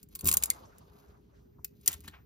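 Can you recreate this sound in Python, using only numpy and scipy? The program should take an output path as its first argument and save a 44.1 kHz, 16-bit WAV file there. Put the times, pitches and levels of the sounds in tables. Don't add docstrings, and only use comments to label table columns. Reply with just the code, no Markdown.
import sys
import numpy as np
from scipy import signal
from scipy.fft import rfft, irfft, next_fast_len
from scipy.io import wavfile

SR = 44100
rng = np.random.default_rng(int(sys.argv[2]) if len(sys.argv) > 2 else 0)


def makeup_ratio(level_db):
    decades = np.asarray(level_db, float) / 20
    return 10 ** decades


def file_out(sig):
    cols = np.atleast_2d(sig).T
    lim = np.clip(cols, -1, 1)
    pcm = np.round(lim * 32767).astype(np.int16)
    wavfile.write(sys.argv[1], SR, pcm)


N = 99225

# hz, likeness (1 same, -1 opposed)
LIKENESS = [(60, 0.94), (240, 0.8), (700, -0.49), (3000, 0.11), (6500, 0.98), (7600, -2), (8200, -1.9),
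            (9700, -1.3), (10600, -0.8), (12000, -0.023)]


def rms_one(x):
    return x / np.sqrt(np.mean(x ** 2) + 1e-20)


def in_time(rows):
    time_s, level_db = np.transpose(rows)
    return makeup_ratio(np.interp(np.arange(N) / SR, time_s, level_db, -150, -150))


def at_hz(points, hz):
    p = np.array(points, float)
    return np.interp(np.log(hz + 1), np.log(p[:, 0] + 1), p[:, 1])


def likeness_at(hz):
    return np.clip(at_hz(LIKENESS, hz), -1, 1)


def colour(x, points):
    cepstrum = irfft(np.log(makeup_ratio(at_hz(points, np.fft.rfftfreq(2048, 1 / SR)))))
    cepstrum[1:1024] *= 2
    cepstrum[1025:] = 0
    h = irfft(np.exp(rfft(cepstrum)))
    return signal.fftconvolve(x, h / np.linalg.norm(h))[:N]


def peak(x, hz, width_hz):
    r = np.exp(-np.pi * width_hz / SR)
    zeros = np.array([1, 0, -1]) * (1 - r * r) / 2
    poles = [1, -2 * r * np.cos(2 * np.pi * hz / SR), r * r]
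    return signal.lfilter(zeros, poles, x + 1e-18)


def peak_twice(x, hz, width_hz):
    return peak(peak(x, hz, width_hz), hz, width_hz)


def drift(rate_hz):
    r = np.exp(-80 * np.pi * rate_hz / SR)
    slow = signal.lfilter([1], [1, -2 * r, r * r], rng.standard_normal(N // 40 + 1002))[1000:]
    return np.interp(np.arange(N) / 40, np.arange(len(slow)), rms_one(slow))


def grains(per_s, spread_db):
    size = makeup_ratio(spread_db * np.minimum(rng.exponential(1, N), 4)) * rng.choice([-1, 1], N)
    return rms_one(size * (rng.random(N) < per_s / SR))


def wash(spectrum, patchy_db):
    out = 0
    edges_hz = 20 * 2 ** np.arange(0, 10.1, 1 / 3)
    white = rng.standard_normal((2, 2, N))
    flicker = [drift(14) for _ in range(12)]
    for k, (low_hz, high_hz) in enumerate(zip(edges_hz, edges_hz[1:])):
        band = signal.butter(2, [low_hz, high_hz], "band", fs=SR, output="sos")
        mid, side = signal.sosfilt(band, white[k % 2])
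        hz = np.sqrt(low_hz * high_hz)
        alike = likeness_at(hz)
        stereo = np.sqrt(1 + alike) * mid + np.sqrt(1 - alike) * side * [[1], [-1]]
        out = out + makeup_ratio(at_hz(spectrum, hz) + patchy_db * flicker[k // 3]) * stereo
    return rms_one(out)


def strips():
    slips = grains(14000, 2.5)
    snaps = snap_trains(slips)
    grit = pressed_grit()
    return bright_stems(snaps, grit) + backing_strip(snaps, grit) + loose_end(slips)


def snap_trains(slips):
    # start_s, peak_db, after_slips_db, strip_body_db, thin_top_db
    snap_rows = [(0.0298, -39.5, -8, 0.5, 10), (0.0877, -58, -4.5, -13, 17), (0.152, -25.5, -10.5, 1.5, 5),
                 (0.1575, -28.5, -17, 8.5, 17), (0.191, -30, -11.5, 3, -1), (0.2092, -31, -5.5, 1.5, 5),
                 (.243, -35, -12.5, -6.5, 7), (0.2454, -25.5, -12, -5, 15), (.2557, -17.5, -11.5, 2, 13),
                 (0.2644, -17, -9.5, 2.5, 10), (.2712, -27, -14.5, -9.5, -1.5),
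                 (0.2719, -12.5, -7.5, -5, 11), (0.2749, -17.5, -8, 5.5, 1.5), (0.2839, -17.5, -6, 9, 0),
                 (.289, -6, -11.5, 2, 3), (.304, -31.5, -8.5, 1, 2), (0.314, -27, -12, 0, -4),
                 (0.3144, -10.5, -12, 4.5, 2), (0.327, -10, -15.5, -2.5, -3), (.338, -13, -11.5, -3.5, 8),
                 (0.3411, -7, -21, 0, 5), (0.3704, -4.5, -12.5, -2.5, 3.5), (0.4249, -21, -9.5, 9, -7),
                 (0.4363, -13.5, -13, 5, -10), (.4371, -4, -19, -1.5, -17), (0.458, -17, -15.5, -7.5, -12),
                 (0.5023, -4, -16, 4.5, -28), (0.7835, -41, -11.5, -2.5, 5), (1.646, -21, -12.5, 4, 14),
                 (1.812, -56.5, -3, -1.5, 7), (1.8605, -24.5, -11, 8.5, 8), (1.8624, -27.5, -17.5, 6, 3),
                 (1.8775, -3, -9.5, 2.5, -1), (1.9172, -29.5, -13, 10, 12), (1.929, -27.5, -4.5, 6.5, 2),
                 (1.9398, -26.5, -16, 4.5, -3), (2.0055, -43, -8.5, 6, 9), (2.0389, -49, -3.5, 2, 0),
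                 (2.077, -43, -1.5, 7, 2), (2.0823, -37.5, -16, 5.5, -2)]
    # delay_s, level_db
    bounce_rows = [(.0011, -15.5), (.0022, -10)]
    crack_db, body_crack_db = 7, -1.5
    lead_db, lead_t60_s = -17, 0.012
    fast_t60_s, slow_t60_s, slow_db = 0.023, 0.059, -11

    thin, thick, top = np.zeros((3, N))
    step = np.arange(-1000, 5000)
    age_s = np.abs(step) / SR
    fall = makeup_ratio(-60 * age_s / fast_t60_s) + makeup_ratio(slow_db - 60 * age_s / slow_t60_s)
    shape = np.where(step > 0, fall, makeup_ratio(lead_db - 60 * age_s / lead_t60_s))
    for start_s, db, after_db, body_db, top_db in snap_rows:
        at = int(start_s * SR) + step
        shower = makeup_ratio(after_db - 3) * shape * slips[at]
        crack = np.where(step == 0, makeup_ratio(crack_db), shower)
        thin[at] += makeup_ratio(db) * crack
        top[at] += makeup_ratio(db + top_db) * crack
        thick[at] += makeup_ratio(db + body_db) * np.where(step == 0, makeup_ratio(body_crack_db), shower)
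    thin = thin + sum(makeup_ratio(db) * np.roll(thin, int(delay_s * SR)) for delay_s, db in bounce_rows)
    return thin, thick, top


def pressed_grit():
    # time_s, level_db
    pressure = [(0, -72), (.075, -99), (.09, -89), (.13, -72), (.25, -76.5), (.4, -71), (.56, -71.5),
                (.8, -87.5), (.98, -74.5), (1.2, -90), (1.66, -99), (1.79, -81.5), (1.82, -74), (1.95, -63),
                (2.0, -76), (2.035, -75), (2.042, -61.5), (2.25, -106.5)]
    grit = makeup_ratio(3 + 2.2 * drift(51)) * in_time(pressure) * grains(1500, 2.2)
    return signal.sosfilt(signal.butter(4, 14740, fs=SR, output="sos"), grit)


def bright_stems(snaps, grit):
    # hz, level_db_per_hz
    snap_colour = [(700, -47), (2500, -36), (5500, -14.5), (6600, -10.5), (8400, 2), (11000, -6),
                   (14500, -10), (16500, -15.5)]
    # hz, level_db_per_hz
    grit_colour = [(1000, -32), (3000, -21), (6500, -7.5), (7600, -13.5), (9600, -16.5), (11000, -2),
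                   (14000, -2), (16500, -7)]
    # hz, width_hz, level_db
    stem_modes = [(4190, 200, 11.5), (4910, 200, 6.5), (6554, 160, 7), (6970, 170, 4.5), (7355, 320, -2),
                  (9290, 250, 2.5), (10360, 220, 4), (11335, 280, 0.5), (12600, 250, 0.5), (13700, 250, 1)]
    thin, _, top = snaps
    bright = colour(thin, snap_colour) + colour(grit, grit_colour)
    ring = sum(makeup_ratio(db) * peak(bright, hz, width_hz) for hz, width_hz, db in stem_modes)
    return makeup_ratio(-3.5) * (bright + ring) + peak_twice(top, hz=14060, width_hz=1400)


def backing_strip(snaps, grit):
    # hz, width_hz, level_db
    strip_modes = [(1076, 41, -11.5), (1463, 560, -21), (2110, 250, -5), (2650, 2500, -8), (4000, 300, -30),
                   (764, 400, -25.5)]
    # time_s, level_db
    grip = [(0, 7), (.24, 18), (.27, 12.5), (.4, 17), (.45, -2), (1.6, -17.5), (1.9, -16.5), (2.25, 8)]
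    drive = snaps[1] + makeup_ratio(11.5) * grit
    modes = [makeup_ratio(db) * peak(drive, hz, width_hz) * (-1) ** k
             for k, (hz, width_hz, db) in enumerate(strip_modes)]
    return in_time(grip) * modes[0] + sum(modes[1:])


def loose_end(slips):
    # start_s, peak_db, pitch_hz
    ring_rows = [(0.156, -44.5, 4600), (0.192, -41.5, 4550), (.209, -55, 2380), (.256, -31.5, 4130),
                 (0.2652, -34, 2500), (0.2776, -33.5, 2350), (0.2882, -22.5, 4100), (0.3158, -29, 2450),
                 (.3289, -33.5, 2700), (.3407, -24, 1474), (0.3702, -25.5, 4000), (0.4265, -34.5, 2412),
                 (.4365, -32, 4000), (.4582, -45.5, 4293), (0.5019, -22, 2097), (1.6461, -36.5, 2490),
                 (1.8622, -36, 2910), (1.8773, -18, 3250), (1.879, -23, 6040), (1.926, -44, 1940),
                 (1.929, -32.5, 3560), (2.039, -54, 1180), (2.0793, -31, 1800), (2.0797, -38.5, 3380),
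                 (2.0954, -55, 3610)]
    gain_db, t60_s, sharpness = 6.5, 0.04, 11
    partner_ratio, partner_db = 2.2, -2.5
    out, step = np.zeros(N), np.arange(3000)
    for start_s, db, hz in ring_rows:
        at = int(start_s * SR) + step
        shake = slips[at] * makeup_ratio(db + gain_db - 60 * step / SR / t60_s)
        upper_hz = hz * partner_ratio
        out[at] += peak(shake, hz, hz / sharpness)
        out[at] += makeup_ratio(partner_db) * peak(shake, upper_hz, upper_hz / sharpness)
    return out


def hand():
    # start_s, level_db, brightness_hz
    knock_rows = [
        (0.231, -26.5, 420),
        (.255, -25.5, 200),
        (0.298, -29, 202),
        (0.357, -32, 156),
        (1.585, -49, 540),
        (1.877, -40, 520),
        (1.94, -39.5, 123),
        (2.042, -42, 203),
        (2.075, -39, 207),
    ]
    # hz, level_db, t60_s
    body_modes = [(65, -14, 0.57), (77.8, -2.5, 0.21), (162, 0, 0.081), (201.3, 3.5, 0.064), (282.5, 0, .1),
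                  (377, 1, 0.075), (579, -11, 0.068), (710, -12.5, 0.12), (1165, -20, 0.029)]
    out = np.zeros(N)
    chances_db = rng.normal(0, 2.7, (len(knock_rows), len(body_modes)))
    for (start_s, db, cut_hz), chance_db in zip(knock_rows, chances_db):
        age_s = np.maximum(np.arange(N) / SR - start_s, 0)
        onset = 1 - np.exp(-age_s / 0.013)
        for (hz, mode_db, t60_s), own_db in zip(body_modes, chance_db):
            level = makeup_ratio(db + mode_db + own_db - 60 * age_s / t60_s) / (1 + (hz / cut_hz) ** 2)
            out += level * np.sin(2 * np.pi * hz * age_s) * onset
    return out


def scuffs():
    # start_s, length_s, level_db, top_hz
    scuff_rows = [
        (1.584, 0.0049, -65.5, 1270),
        (1.872, 0.07, -54, 3300),
        (2.035, 0.04, -64, 2720),
        (2.077, 0.0031, -53, 4380),
        (2.119, 0.036, -61, 2876),
        (2.127, 0.032, -59.5, 2720),
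        (2.171, 0.052, -77, 2490),
    ]
    low_hz, t60_s, attack_s = 690, 0.077, 0.0026
    t, out = np.arange(N) / SR, np.zeros(N)
    noise = grains(4600, 1.45) * makeup_ratio(3.56 * drift(60))
    for start_s, length_s, db, top_hz in scuff_rows:
        band = signal.butter(3, [low_hz, top_hz], "band", fs=SR, output="sos")
        dull = rms_one(signal.sosfilt(band, noise))
        attack = np.clip((t - start_s) / attack_s, 0, 1)
        out += dull * attack * makeup_ratio(db - 60 * np.maximum(t - start_s - length_s, 0) / t60_s)
    return out


def rubbing():
    # time_s, level_db
    rub_curve = [(0.0, -99), (0.2, -73.5), (0.24, -51), (0.34, -49.5), (0.39, -58), (0.45, -56),
                 (0.54, -53), (0.73, -61), (0.96, -66), (1.11, -63.5), (1.26, -82.5), (1.37, -64.5),
                 (1.66, -100), (1.91, -68), (2.03, -81), (2.16, -64), (2.25, -84)]
    # hz, level_db_per_hz
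    rub_colour = [(300, -3), (600, 0), (1100, -2), (1500, -8), (1900, -17), (3000, -21), (7000, -23),
                  (16000, -45)]
    return in_time(rub_curve) * wash(rub_colour, patchy_db=4.0)


def ports(x):
    # hz, left_lead_rad
    port_phase = [(1000, 1.05), (3300, 1.5), (4600, 1.4), (5900, -0.95), (7600, -2.5), (10000, -4),
                  (12200, -5.5), (17000, -6.5)]
    # hz, left_minus_right_db
    port_tilt = [(100, 2.5), (1000, -0.5), (4500, 3.5), (7000, 4.5), (8600, 3.5), (10500, -2), (16000, 1)]
    size = next_fast_len(N + 4096)
    hz = np.fft.rfftfreq(size, 1 / SR)
    half = makeup_ratio(at_hz(port_tilt, hz) / 2) * np.exp(0.5j * at_hz(port_phase, hz))
    return irfft(rfft(x, size) * np.array([half, 1 / half]), size)[:, :N]


def room(x):
    t60_s, wall_cut_hz = 0.34, 5100
    size = next_fast_len(N + SR)
    w = np.exp(-2j * np.pi * np.fft.rfftfreq(size))
    dull = np.exp(-2 * np.pi * wall_cut_hz / SR)
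    out = np.zeros((2, len(w)), complex)
    lags = (rng.uniform(0.0066, 0.046, 16) * SR).astype(int)
    for k, lag in enumerate(lags):
        wall = makeup_ratio(-60 * lag / SR / t60_s) * (1 - dull) / (1 - dull * w)
        loop = wall * np.exp(lag * np.log(w))
        out[k % 2] += (-1) ** (k // 2) * loop / (1 - loop)
    alike = likeness_at(np.fft.rfftfreq(size, 1 / SR))
    mid, side = irfft(out * np.sqrt([1 + alike, 1 - alike]) * rfft(x, size), size)[:, :N]
    return mid + side * [[1], [-1]]


def background():
    # hz, level_db
    hum_colour = [(25, -23.5), (60, 5.5), (90, -3), (220, -7.5), (400, -17.5), (560, -30), (2000, -40),
                  (16000, -50)]
    # time_s, level_db
    whine_curve = [(0, -90), (.7, -86), (1.2, -97.5), (1.45, -83), (1.7, -79), (2.25, -75.5)]
    hum_db, motor_db, whine_hz = -59, -73, 13797
    mid, side = [rms_one(peak_twice(noise, hz=411, width_hz=16)) for noise in rng.standard_normal((2, N))]
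    motor = mid + 1.2 * side * [[1], [-1]]
    whine = np.sin(2 * np.pi * whine_hz * np.arange(N) / SR + 0.11 * drift(17))
    rumble = wash(hum_colour, patchy_db=3.0)
    return makeup_ratio(hum_db) * rumble + makeup_ratio(motor_db) * motor + in_time(whine_curve) * whine


def scene():
    close = strips() + scuffs()
    knocks = hand() * makeup_ratio([[1.2], [-1.2]])
    return ports(close) + knocks + makeup_ratio(-26) * room(close) + rubbing() + background()


def band_limit(x):
    return signal.sosfilt(signal.butter(12, 17020, fs=SR, output="sos"), x)


def record(dry):
    ceiling, top_hz, low_cut_hz = 0.9, 16500, 52
    dry = dry / (1 + (dry / ceiling) ** 6) ** (1 / 6)
    cut = signal.sosfilt(signal.cheby2(12, 75, top_hz * 1.04, fs=SR, output="sos"), dry)
    cut = signal.sosfilt(signal.butter(2, low_cut_hz, "high", fs=SR, output="sos"), cut)
    return band_limit(cut)


dry = scene()
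out = record(dry)
file_out(out)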